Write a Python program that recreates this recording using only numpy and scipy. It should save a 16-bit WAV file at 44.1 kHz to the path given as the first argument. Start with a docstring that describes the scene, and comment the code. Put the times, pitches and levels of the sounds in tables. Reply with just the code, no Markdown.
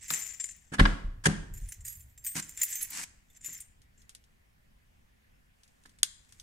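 """A bunch of keys is handled beside a car in a quiet garage: ringing clinks, dense jingling, hissing rubs on cloth.
The door latch lets go with a heavy thump and a rebound, and the door stop knocks: noise through latch resonances
over panel modes, with low heaves of the cabin air. Dry plastic ticks are noise bursts; late on something small snaps.
Two microphone ports a hand apart hear it, with random-sign wall echoes and a faint rumble and hiss."""
import sys
import numpy as np
from scipy import signal
from scipy.fft import rfft, irfft, next_fast_len
from scipy.io import wavfile
from scipy.ndimage import uniform_filter1d

SR = 44100
rng = np.random.default_rng(int(sys.argv[2]) if len(sys.argv) > 2 else 0)


def store_wav(level_fs):
    """Save 16-bit WAV to argv[1]."""
    pcm = np.round(np.clip(np.atleast_2d(level_fs), -1, 1) * 32767)
    wavfile.write(sys.argv[1], SR, pcm.T.astype(np.int16))


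N = 283122

# Table levels are relative: the functions add fixed trims. Positive pan is left.

# background spectrum: (frequency [Hz], relative density [dB])
HUSH_SPECTRUM = [(8.8, -23.5), (15, 2), (126, -17.5), (169, -20), (201, -17), (294, -29), (726, -30),
                 (840, -31), (1130, -32.5), (1230, -34.5), (1790, -28.5), (3120, -36), (3940, -40.5),
                 (13400, -46.5), (16000, -50.5)]
# background likeness of the ports: (frequency [Hz], left-right correlation [-1..1])
PORT_LIKENESS = [(60, 1), (180, 0.31), (550, -0.65), (1650, -0.35), (4970, 0.18), (15000, 0.85)]
# wall echoes: (frequency [Hz], t60 [s])
GARAGE_DECAY = [(100, 0.57), (300, 0.73), (1000, 0.62), (3000, 0.54), (8000, 0.5), (14000, 0.22)]
# pushes on the cabin air: (crest time [s], level [dB], pitch [Hz], t60 [s])
HEAVES = [(0.814, -15, 37.8, 0.34), (1.048, -32, 30.8, 0.48), (1.169, -52.5, 32, 0.27),
          (1.299, -39.5, 37.8, 1.2), (1.409, -44, 30.7, 0.11), (1.508, -41, 26, 0.6),
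          (1.623, -35, 42.5, 0.14), (1.791, -52.5, 40, 0.76), (1.96, -56, 39.7, 1.7)]
# blows in the door: (time [s], crack level [dB], panel level [dB], treble against crack [dB], crack length [s])
BLOWS = [(0.104, -27, -41.5, -2.5, 0.0076), (.719, -43, -32.5, -0.5, 0.046), (0.7348, -36, -39, 3.5, 0.026),
         (0.783, -30.5, -31.5, -10, 0.021), (0.7935, -13, -12.5, -9.5, 0.017),
         (.852, -17.5, -23.5, -24, 0.01367), (1.238, -41, -54.5, 9, 0.035), (1.255, -17.5, -31.5, 3, 0.013),
         (1.263, -26, -14, 10, 0.013), (2.356, -43.5, -36, -11, 0.062), (2.982, -45, -51.5, -28, 0.033),
         (3.482, -56.5, -52.5, -18, 0.018), (5.853, -52.5, -59, -18, .013)]
# latch resonances: (frequency [Hz], width of each of two passes [Hz], level [dB])
LATCH_PEAKS = [(1077, 440, -6), (1335, 370, -5.5), (1490, 380, -3.5), (1630, 220, 1), (2014, 83, -5),
               (2920, 150, -9)]
# door panel modes: (frequency [Hz], level [dB], t60 [s])
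PANEL_MODES = [(86, -9, 0.11), (124, -5.5, 0.093), (159.4, 1, 0.16), (201.2, -7, 0.33), (254.6, -3.5, 0.15),
               (293.6, -5, 0.11), (412.1, -6.5, 0.08), (551, -13, 0.091), (753, -13.5, .12)]
# loose trim spectrum: (frequency [Hz], relative density [dB])
TRIM_SPECTRUM = [(150, -30), (400, 1.5), (1200, 0), (2200, -2.5), (4000, -9.5), (9000, -15), (12000, -34)]
# plastic ticks and the snap: (time [s], level [dB], low ring [Hz], high ring [Hz], high against low [dB])
TICKS = [(0.1032, -20, 1790, 7630, -8), (2.357, -49.5, 2020, 8130, -1), (3.817, -58, 2200, 7500, 2),
         (4.0174, -56, 2040, 8810, -11), (4.093, -38.5, 3217, 10600, -3.5), (4.149, -38.5, 1980, 8570, -2),
         (4.2387, -60, 2180, 7870, -6), (5.6331, -52, 1738, 8200, 1), (5.677, -60.5, 1700, 7400, -12),
         (5.836, -59.5, 2540, 7390, -8.5), (5.858, -49, 1697, 7220, 1), (5.893, -55.5, 3000, 6960, -16.5),
         (5.9866, -52, 2150, 7930, 11.5), (6.0307, -4, 3320, 8970, -3), (6.2472, -61.5, 2300, 7640, -10),
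         (6.2912, -63, 3530, 7670, -2.5), (6.323, -44.5, 3380, 5600, -14.5), (6.3977, -37.5, 4300, 6100, 4)]
# tick and snap burst spectrum: (frequency [Hz], relative density [dB])
SNAP_SPECTRUM = [(140, -69), (240, -42), (945, -20), (1660, -9), (2320, -12), (3290, -5), (4700, -4),
                 (7300, -4), (8960, -3), (13900, -20), (16000, -42)]
# keys and hand on cloth: (start [s], level [dB], rise [s], hold [s], bass against level [dB])
RUBS = [(2.342, -35, 0.015, 0.044, -12), (2.851, -39, 0.091, 0.1, -23.5), (5.537, -78.5, 0.054, .37, -15),
        (6.278, -68.5, 0.0096, 0.16, -22.5)]
# cloth hiss spectrum: (frequency [Hz], relative density [dB])
CLOTH_SPECTRUM = [(290, -40), (500, -14.5), (988, 1.5), (1180, -3.5), (1950, 8), (2430, 5.5), (3440, -1),
                  (7860, 9.5), (10500, -0.5), (14900, -9.5), (16000, -42)]
# swings of the bunch: (start [s], level [dB], rise [s], hold [s], t60 [s], treble against level [dB], pan [dB])
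SHAKES = [(-.1, -40.5, 0.14, 0.13, 0.27, -22, -4), (0.066, -34.5, 0.039, 0.06, 1, -11.5, 8.5),
          (0.379, -53.5, 0.005, 0.015, 1, -21, 8), (1.52, -52, 0.028, 0.21, 0.25, -8, 1.5),
          (1.841, -41.5, 0.013, 0.0074, 0.48, 4, -1.5), (2.211, -41, 0.059, 0.0083, 0.57, 0, 4),
          (2.41, -46.5, .012, 0.009, 1, -13, -1.5), (2.538, -37.5, 0.063, .25, 0.17, -8, 2.5),
          (2.799, -34, 0.024, .005, 0.052, 2, 1), (3.247, -51, .12, 0.0086, 0.047, -10, 1),
          (3.402, -43, 0.038, 0.15, 0.22, -12, 3.5), (3.926, -60.5, 0.073, .01, 0.18, -17, 5)]
# resonances heard when keys ring, with a short-lived cluster near 7.2 kHz that is probably the microphone's:
# (frequency [Hz], level [dB], t60 before any extra damping [s])
RESONANCES = [(2020, -14, .06), (3550, -18, .08), (4130, -22, .3), (4920, -20, .4), (5450, -16, .12),
              (6105, -12, .15), (6325, -12, .8), (6660, -10, .2), (7106, -2, .14), (7214, 0, .25),
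              (7310, -2, .12), (7434, -5, .2), (7700, -8, .15), (7950, -9, .15), (8398, -8, .35),
              (8580, -10, .5), (8963, -12, .15), (9600, -12, .2), (10090, -12, .25), (10780, -10, .22),
              (11160, -10, .15), (11422, -6, .45), (12100, -8, .22), (13080, -10, .24), (13530, -14, .3),
              (13935, -10, .45), (14350, -10, .4), (14850, -6, .1)]
# key contact noise spectrum: (frequency [Hz], relative density [dB])
CONTACT_SPECTRUM = [(350, -77), (600, -46.5), (1410, -22), (1880, -6), (4400, -19.5), (6550, -5.5),
                    (7210, -5.5), (7830, -6), (10000, -19.5), (11800, -19.5), (13900, -23), (15400, -17),
                    (16000, -24.5)]
# key on key: (time [s], level [dB], loudest low resonance [Hz], loudest high resonance [Hz],
#              high against low [dB], free ring until damped [s])
CLINKS = [(0.0269, -39, 7950, 9600, -12, 0.023), (0.079, -41, 7434, 10780, 0, .1),
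          (0.1042, -28.5, 7106, 14350, 1, .13), (0.124, -28.5, 7434, 14850, -11, 0.11),
          (.1354, -18, 7214, 9600, -11, .3), (0.189, -31, 7310, 12100, -6, .12),
          (0.2204, -32.5, 7214, 9600, -20, 0.1), (0.2627, -32.5, 7214, 11422, -7, 0.04),
          (0.2887, -39.5, 7214, 11422, -25, 0.098), (.398, -28.5, 7310, 9600, -19, 0.072),
          (0.4043, -29, 7434, 9600, -23, 0.042), (0.4392, -28, 7106, 10090, -14, 0.079),
          (0.4873, -33, 7214, 9600, -25, 0.15), (0.508, -39, 7214, 10090, -21, .07),
          (1.5372, -43.5, 7106, 11422, 2.5, 0.087), (1.574, -44, 7214, 11422, -2.5, 0.025),
          (1.687, -39.5, 8963, 10090, -2.5, 0.031), (1.72, -29, 7310, 10090, -6.5, 0.015),
          (1.806, -47, 7310, 14850, -11, .07), (1.8488, -38, 8580, 11422, -1, 0.13),
          (1.8769, -36.5, 6660, 11422, 0, 0.12), (1.862, -46, 4920, 10780, -4, 0.33),
          (1.9227, -44.5, 7310, 11422, 4, 0.086), (2.0045, -46.5, 7310, 11422, -4, 0.092),
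          (2.0966, -62.5, 7310, 11422, -1, 0.13), (2.176, -44, 7434, 12100, -8.5, 0.14),
          (2.24, -49.5, 4920, 13080, 11, 0.14), (2.2459, -36, 6660, 14350, 11, 0.068),
          (2.2636, -27, 8398, 14350, -0.5, .28), (2.4224, -34.5, 7310, 11422, -29, .07),
          (2.4907, -39.5, 7106, 14850, -1.5, .04), (2.573, -31, 7310, 9600, -9, .07),
          (2.614, -20, 7106, 14850, -3, .14), (2.6311, -21, 7310, 14850, 7, 0.015),
          (2.7014, -38.5, 7950, 11422, 11, 0.34), (2.7261, -26.5, 7310, 11422, -28, 0.085),
          (2.7387, -32.5, 8398, 13935, -20, 0.032), (2.7534, -31.5, 6325, 13935, 3, 0.094),
          (2.8255, -41.5, 6325, 10780, 20, 0.016), (2.902, -44, 7106, 12100, 9, 0.11),
          (3.3, -60, 3550, 11422, -2, 0.048), (3.365, -51, 7310, 12100, -22, 0.1),
          (3.409, -49, 7106, 9600, -27, 0.11), (3.444, -31, 7106, 10090, -5.5, .1),
          (3.4586, -35.5, 7106, 13080, -3, .08), (3.497, -43, 2020, 13935, -13, .09),
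          (3.528, -38, 6325, 11422, 2.5, 0.025), (3.5747, -49.5, 5450, 13935, 3, 0.027),
          (3.6025, -39, 8580, 10780, 0.5, 0.027), (3.6177, -51, 8580, 10780, -10, 0.083),
          (3.9762, -56.5, 7434, 11422, -25, 0.11)]

HUSH_DB, PATCHY_DB = -64, 1.4
HEAVE_RISE_S = 0.03
PANEL_SPREAD_DB = 2.5  # random spread of the panel mode levels from blow to blow
DOOR_PAN_DB, TICKS_PAN_DB, TREBLE_PAN_DB = 0, 1.5, -5.5
RATTLE_DB = -29.5  # rattle behind a 0 dB tick
RATTLE_SLOPE = 0.36  # dB the rattle gains on its tick per dB the tick is weaker
LIFT_T60_S, SCRAPE_T60_S = 0.041, 0.045
SPLIT_HZ, HIGH_RINGS_HZ, EDGE_HZ = 9000, 9300, 15900
DAMPED_SAMPLES, CONTACT_SAMPLES = 6000, 2048
LAG_SAMPLES = 14  # left port after right


def amp(db):
    """Decibels to gain."""
    return 10 ** (np.asarray(db) / 20)


def evened(x):
    """Scales to rms 1."""
    return x / np.sqrt(np.mean(x ** 2) + 1e-20)


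def read(points, hz):
    """Reads a frequency table at hz, interpolating over log frequency."""
    f, value = np.transpose(points)
    return np.interp(np.log(hz + 1), np.log(f + 1), value)


def tinted(x, points):
    """Filters x by a spectrum table; white noise of rms 1 keeps about that rms."""
    size = next_fast_len(x.shape[-1])
    gain = amp(read(points, np.fft.rfftfreq(size, 1 / SR)))
    return irfft(rfft(x, size) * evened(gain), size)[..., :x.shape[-1]]


def band(x, lo_hz, hi_hz):
    """Band-pass to rms 1."""
    sos = signal.butter(4, [lo_hz, hi_hz], "band", fs=SR, output="sos")
    return evened(signal.sosfilt(sos, x))


def split(x, hz):
    """The parts of x below and above hz."""
    low = signal.sosfiltfilt(signal.butter(4, hz, fs=SR, output="sos"), x)
    return low, x - low


def resonate(x, hz, width_hz):
    """A steep resonance: one peak filter passed twice."""
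    peak = signal.iirpeak(hz, hz / width_hz, SR)
    return signal.lfilter(*peak, signal.lfilter(*peak, x))


def rings(modes, seconds):
    """One exponentially dying sine per mode, t60 held to 0.01-0.8 s."""
    t = np.arange(round(seconds * SR)) / SR
    hz, db, t60 = np.transpose(modes)[:, :, None]
    return t, amp(db - 60 * t / np.clip(t60, .01, .8)) * np.sin(2 * np.pi * hz * t)


def swell(start, rise, hold, t60):
    """Gain at every sample: enters at -30 dB, climbs to 0 dB, holds, dies away."""
    t = np.arange(N) / SR - start
    climb_db = -30 * np.clip(1 - t / max(rise, .002), 0, 1)
    fall_db = -60 * np.maximum(t - rise - hold, 0) / max(t60, .01)
    return (t > 0) * amp(climb_db + fall_db)


def sides(pan_db):
    """Left and right gains."""
    return amp(np.array([pan_db / 2, -pan_db / 2]))


def add(mix, s, sound):
    """Mixes a stereo sound in at time s."""
    part = mix[:, round(s * SR):][:, :sound.shape[1]]
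    part += sound[:, :part.shape[1]]


def hush():
    """Distant rumble and hiss: shaped noise, gently patchy in time and pitch, part-correlated between ports."""
    frames, hz = N // 256 + 5, np.fft.rfftfreq(1024, 1 / SR)
    a, b, c, d, patches = rng.standard_normal((frames, 513, 5)).T
    patches = evened(uniform_filter1d(uniform_filter1d(patches, 14, 0), 10, 1))
    same = np.clip(read(PORT_LIKENESS, hz), -1, 1)[:, None]
    left, other = a + 1j * b, c + 1j * d
    spectra = np.array([left, same * left + np.sqrt(1 - same ** 2) * other])
    spectra *= amp(read(HUSH_SPECTRUM, hz)[:, None] + PATCHY_DB * patches)
    noise = signal.istft(spectra, nperseg=1024, noverlap=768)[1][:, :N]
    return amp(HUSH_DB) * evened(noise)


def garage(x):
    """Wall echoes of random sign, each band dying at its own speed."""
    taps = np.zeros((2, SR))
    at = np.arange(300, SR - 20, 20) + rng.integers(0, 20, (2, (SR - 301) // 20))
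    np.put_along_axis(taps, at, rng.choice([-1., 1.], at.shape), 1)
    hz, t, z = signal.stft(taps, SR, nperseg=256)
    decay = amp(-60 * t / read(GARAGE_DECAY, hz)[:, None])
    tail = signal.istft(z * decay, SR, nperseg=256)[1]
    low = signal.lfilter(*signal.butter(2, 350, fs=SR), tail)
    tail = tail - low + low[0]  # long waves reach both ports alike
    return signal.fftconvolve(x, tail / np.linalg.norm(tail[0]), axes=1)[:, :N]


def boom():
    """Cabin air heaves at a low pitch while the door swings; weaker pushes are less tonal, more buffeting."""
    t, out = np.arange(N) / SR, np.zeros(N)
    buffet = band(rng.standard_normal(N), 25, 110)
    for crest, db, hz, t60 in HEAVES:
        tuned = np.clip((db + 56) / 18, 0, .93)
        tone = np.sqrt(2) * np.cos(2 * np.pi * hz * (t - crest))
        push = amp(db) * swell(crest - HEAVE_RISE_S, HEAVE_RISE_S, .02, t60)
        out += push * (tuned * tone + np.sqrt(1 - tuned ** 2) * buffet)
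    return out * np.ones((2, 1))


def door():
    """Each blow grinds through the latch for some ms, spits a little treble and sets the panel ringing."""
    t, panel = rings(PANEL_MODES, .5)
    panel = panel * (1 - np.exp(-t / 0.0038))  # the big sheet takes a moment to move
    out = np.zeros((2, N))
    chance = rng.standard_normal((len(BLOWS), len(PANEL_MODES)))
    noise = rng.standard_normal((len(BLOWS), 3, len(t)))
    for (s, db, panel_db, treble_db, length), luck, n in zip(BLOWS, chance, noise):
        progress = np.minimum(t / length, 1)
        blow = np.sin(np.pi * progress ** .6)
        drive = (n[0] + 1.3 * n[1:]) * blow  # a wide source: the ports hear it only partly alike
        metal = sum(amp(d) * resonate(drive, hz, width) for hz, width, d in LATCH_PEAKS)
        hiss = amp(-8.5) * band(n[1:], 350, 4500) + amp(treble_db - 7.5) * band(n[1:], 2800, 9500)
        # loose trim rattles on
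        trim = amp(-20.5 - 60 * t / 0.43) * progress * tinted(n[:0:-1], TRIM_SPECTRUM)
        crack = amp(10) * metal + hiss * blow + trim
        flutter = 1 + .5 * band(n[0], 13, 120)  # loose parts
        body = amp(panel_db - 2.5) * amp(PANEL_SPREAD_DB * luck) @ panel * flutter
        add(out, s, amp(db) * sides(DOOR_PAN_DB)[:, None] * crack + body)
    return out


def ticks():
    """Ticks and snap: a noise burst of 8 ms t60 with two short rings and a rattle behind."""
    out = np.zeros((2, N))
    noise = tinted(rng.standard_normal((len(TICKS), 3, 4096)), SNAP_SPECTRUM)
    for (s, db, low_hz, high_hz, high_db), n in zip(TICKS, noise):
        t, ring = rings([(low_hz, -9, .01), (high_hz, high_db - 3.0, .01)], 4096 / SR)
        snap = amp(-2 - 60 * t / .008)
        rattle = amp(RATTLE_DB - RATTLE_SLOPE * db - 60 * t / .09)
        burst = (n[0] + 1.1 * n[1:]) * (snap + rattle)
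        onset = 1 - np.exp(-(t / .0008) ** 3)
        add(out, s, amp(db) * sides(TICKS_PAN_DB)[:, None] * (ring.sum(0) + burst) * onset)
    return out


def rubs():
    """Threads slip in a dense, slightly grainy hiss over a low push."""
    grain = amp(2.5 * evened(uniform_filter1d(rng.standard_normal(N), 160)))
    shared, apart = rng.standard_normal(N), rng.standard_normal((2, N))
    hiss = evened(tinted(shared + 1.2 * apart, CLOTH_SPECTRUM) * grain)
    push = band(rng.standard_normal(N), 140, 310)
    out = np.zeros((2, N))
    for start, db, rise, hold, bass_db in RUBS:
        out += swell(start, rise, hold, LIFT_T60_S) * amp(db) * (hiss + amp(bass_db) * push)
    return out


def jingle():
    """About 800 tiny ticking contacts a second; about half of them set a short resonance ringing."""
    t, ring = rings([(hz, db, min(.6 * t60, .08)) for hz, db, t60 in RESONANCES], .12)
    hits = rng.random(N) < 800 / SR
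    size = amp(3.6 * np.minimum(rng.exponential(1, N), 3)) * hits
    which = rng.integers(0, 2 * len(RESONANCES), N)  # the upper half of the numbers rings nothing
    tones = sum(signal.oaconvolve(size * (which == k), ring[k])[:N] for k in range(len(RESONANCES)))

    spread = np.sqrt(signal.lfilter([1], [1, -np.exp(-1 / (0.002 * SR))], size ** 2))
    noise = rng.standard_normal(N) + 1.1 * rng.standard_normal((2, N))
    contacts = tinted(noise, CONTACT_SPECTRUM) * spread
    dull, bright = split(evened(tones) + amp(-2) * evened(contacts), SPLIT_HZ)

    level, treble = np.zeros(N), np.zeros(N)
    for start, db, rise, hold, t60, treble_db, pan_db in SHAKES:
        shake = amp(db - 7.5) * swell(start, rise, hold, t60)
        level += shake
        treble += amp(treble_db) * shake
    return level * evened(dull) + treble * evened(bright)


def clinks():
    """Each contact scrapes in, rings two resonances freely until damped, and rattles all of them, dying sooner."""
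    t, ring = rings([(hz, 0, t60) for hz, db, t60 in RESONANCES], .35)
    hz, ring_db, t60 = np.transpose(RESONANCES)
    out = np.zeros((2, N))
    chance = rng.standard_normal((len(CLINKS), 4, len(RESONANCES)))
    contact = tinted(rng.standard_normal((len(CLINKS), CONTACT_SAMPLES)), CONTACT_SPECTRUM)
    dull, bright = split(contact, SPLIT_HZ)
    # touching neighbours make the ring flutter
    rattles = uniform_filter1d(rng.standard_normal((len(CLINKS), DAMPED_SAMPLES)), 180)
    onset = 1 - np.exp(-(t / .002) ** 2)
    scrape_db = -8 - 60 * t[:CONTACT_SAMPLES] / SCRAPE_T60_S
    for clink, luck, low, high, rattle in zip(CLINKS, chance, dull, bright, rattles):
        s, db, low_hz, high_hz, high_db, free_s = clink
        loose = np.zeros(len(RESONANCES))
        loose[np.argmin(abs(hz - low_hz))] = amp(-3)
        loose[np.argmin(abs(hz - high_hz))] = amp(-6.5 + high_db)
        port_gain = amp(3.5 * luck[1:3])  # random for each resonance and port
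        damping = np.exp(-(t / max(free_s, .005)) ** 3) * (.5 + .5 * amp(-60 * t / .08))
        sound = (loose * port_gain) @ ring * damping

        # the damped ring varies randomly in pitch and level and dies sooner
        damped_modes = np.transpose([hz * (1 + .007 * luck[3]), ring_db + 4 * luck[0], 1 / (1 / t60 + 1 / .16)])
        damped_gain = port_gain * amp(-13 + high_db * (hz > HIGH_RINGS_HZ))
        damped = damped_gain @ rings(damped_modes, DAMPED_SAMPLES / SR)[1]
        sound[:, :DAMPED_SAMPLES] += damped * (1 + .6 * evened(rattle))
        sound[:, :CONTACT_SAMPLES] += amp(scrape_db) * (low + amp(7.5 + high_db) * high)
        add(out, s - .0005, amp(db) * sound * onset)
    return out


def dangling(keys):
    """The bunch drifts between the ports from swing to swing; its treble leans steadily right."""
    dull, bright = split(keys, SPLIT_HZ)
    swings = np.transpose(SHAKES)
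    pan_db = np.interp(np.arange(N) / SR, swings[0] + swings[2], swings[-1])
    return dull * sides(pan_db) + bright * sides(TREBLE_PAN_DB)[:, None]


def scene():
    """Keys hang between the ports; door, cabin air and ticks reach the right port first; walls answer all but air."""
    keys = dangling(clinks() + jingle()) + rubs()
    car, clicks = door(), ticks()
    right = car + clicks + boom()
    right = np.array([np.roll(right[0], LAG_SAMPLES), right[1]])
    echoes = garage(amp(-17.5) * keys + amp(-15) * car + amp(-22.5) * clicks)
    return keys + right + echoes + hush()


def record(dry):
    """Band limit: linear-phase low-pass."""
    lowpass = signal.firwin(255, EDGE_HZ, window=("kaiser", 9), fs=SR)
    return signal.oaconvolve(dry, lowpass[None], "same")


dry = scene()
out = record(dry)
store_wav(out)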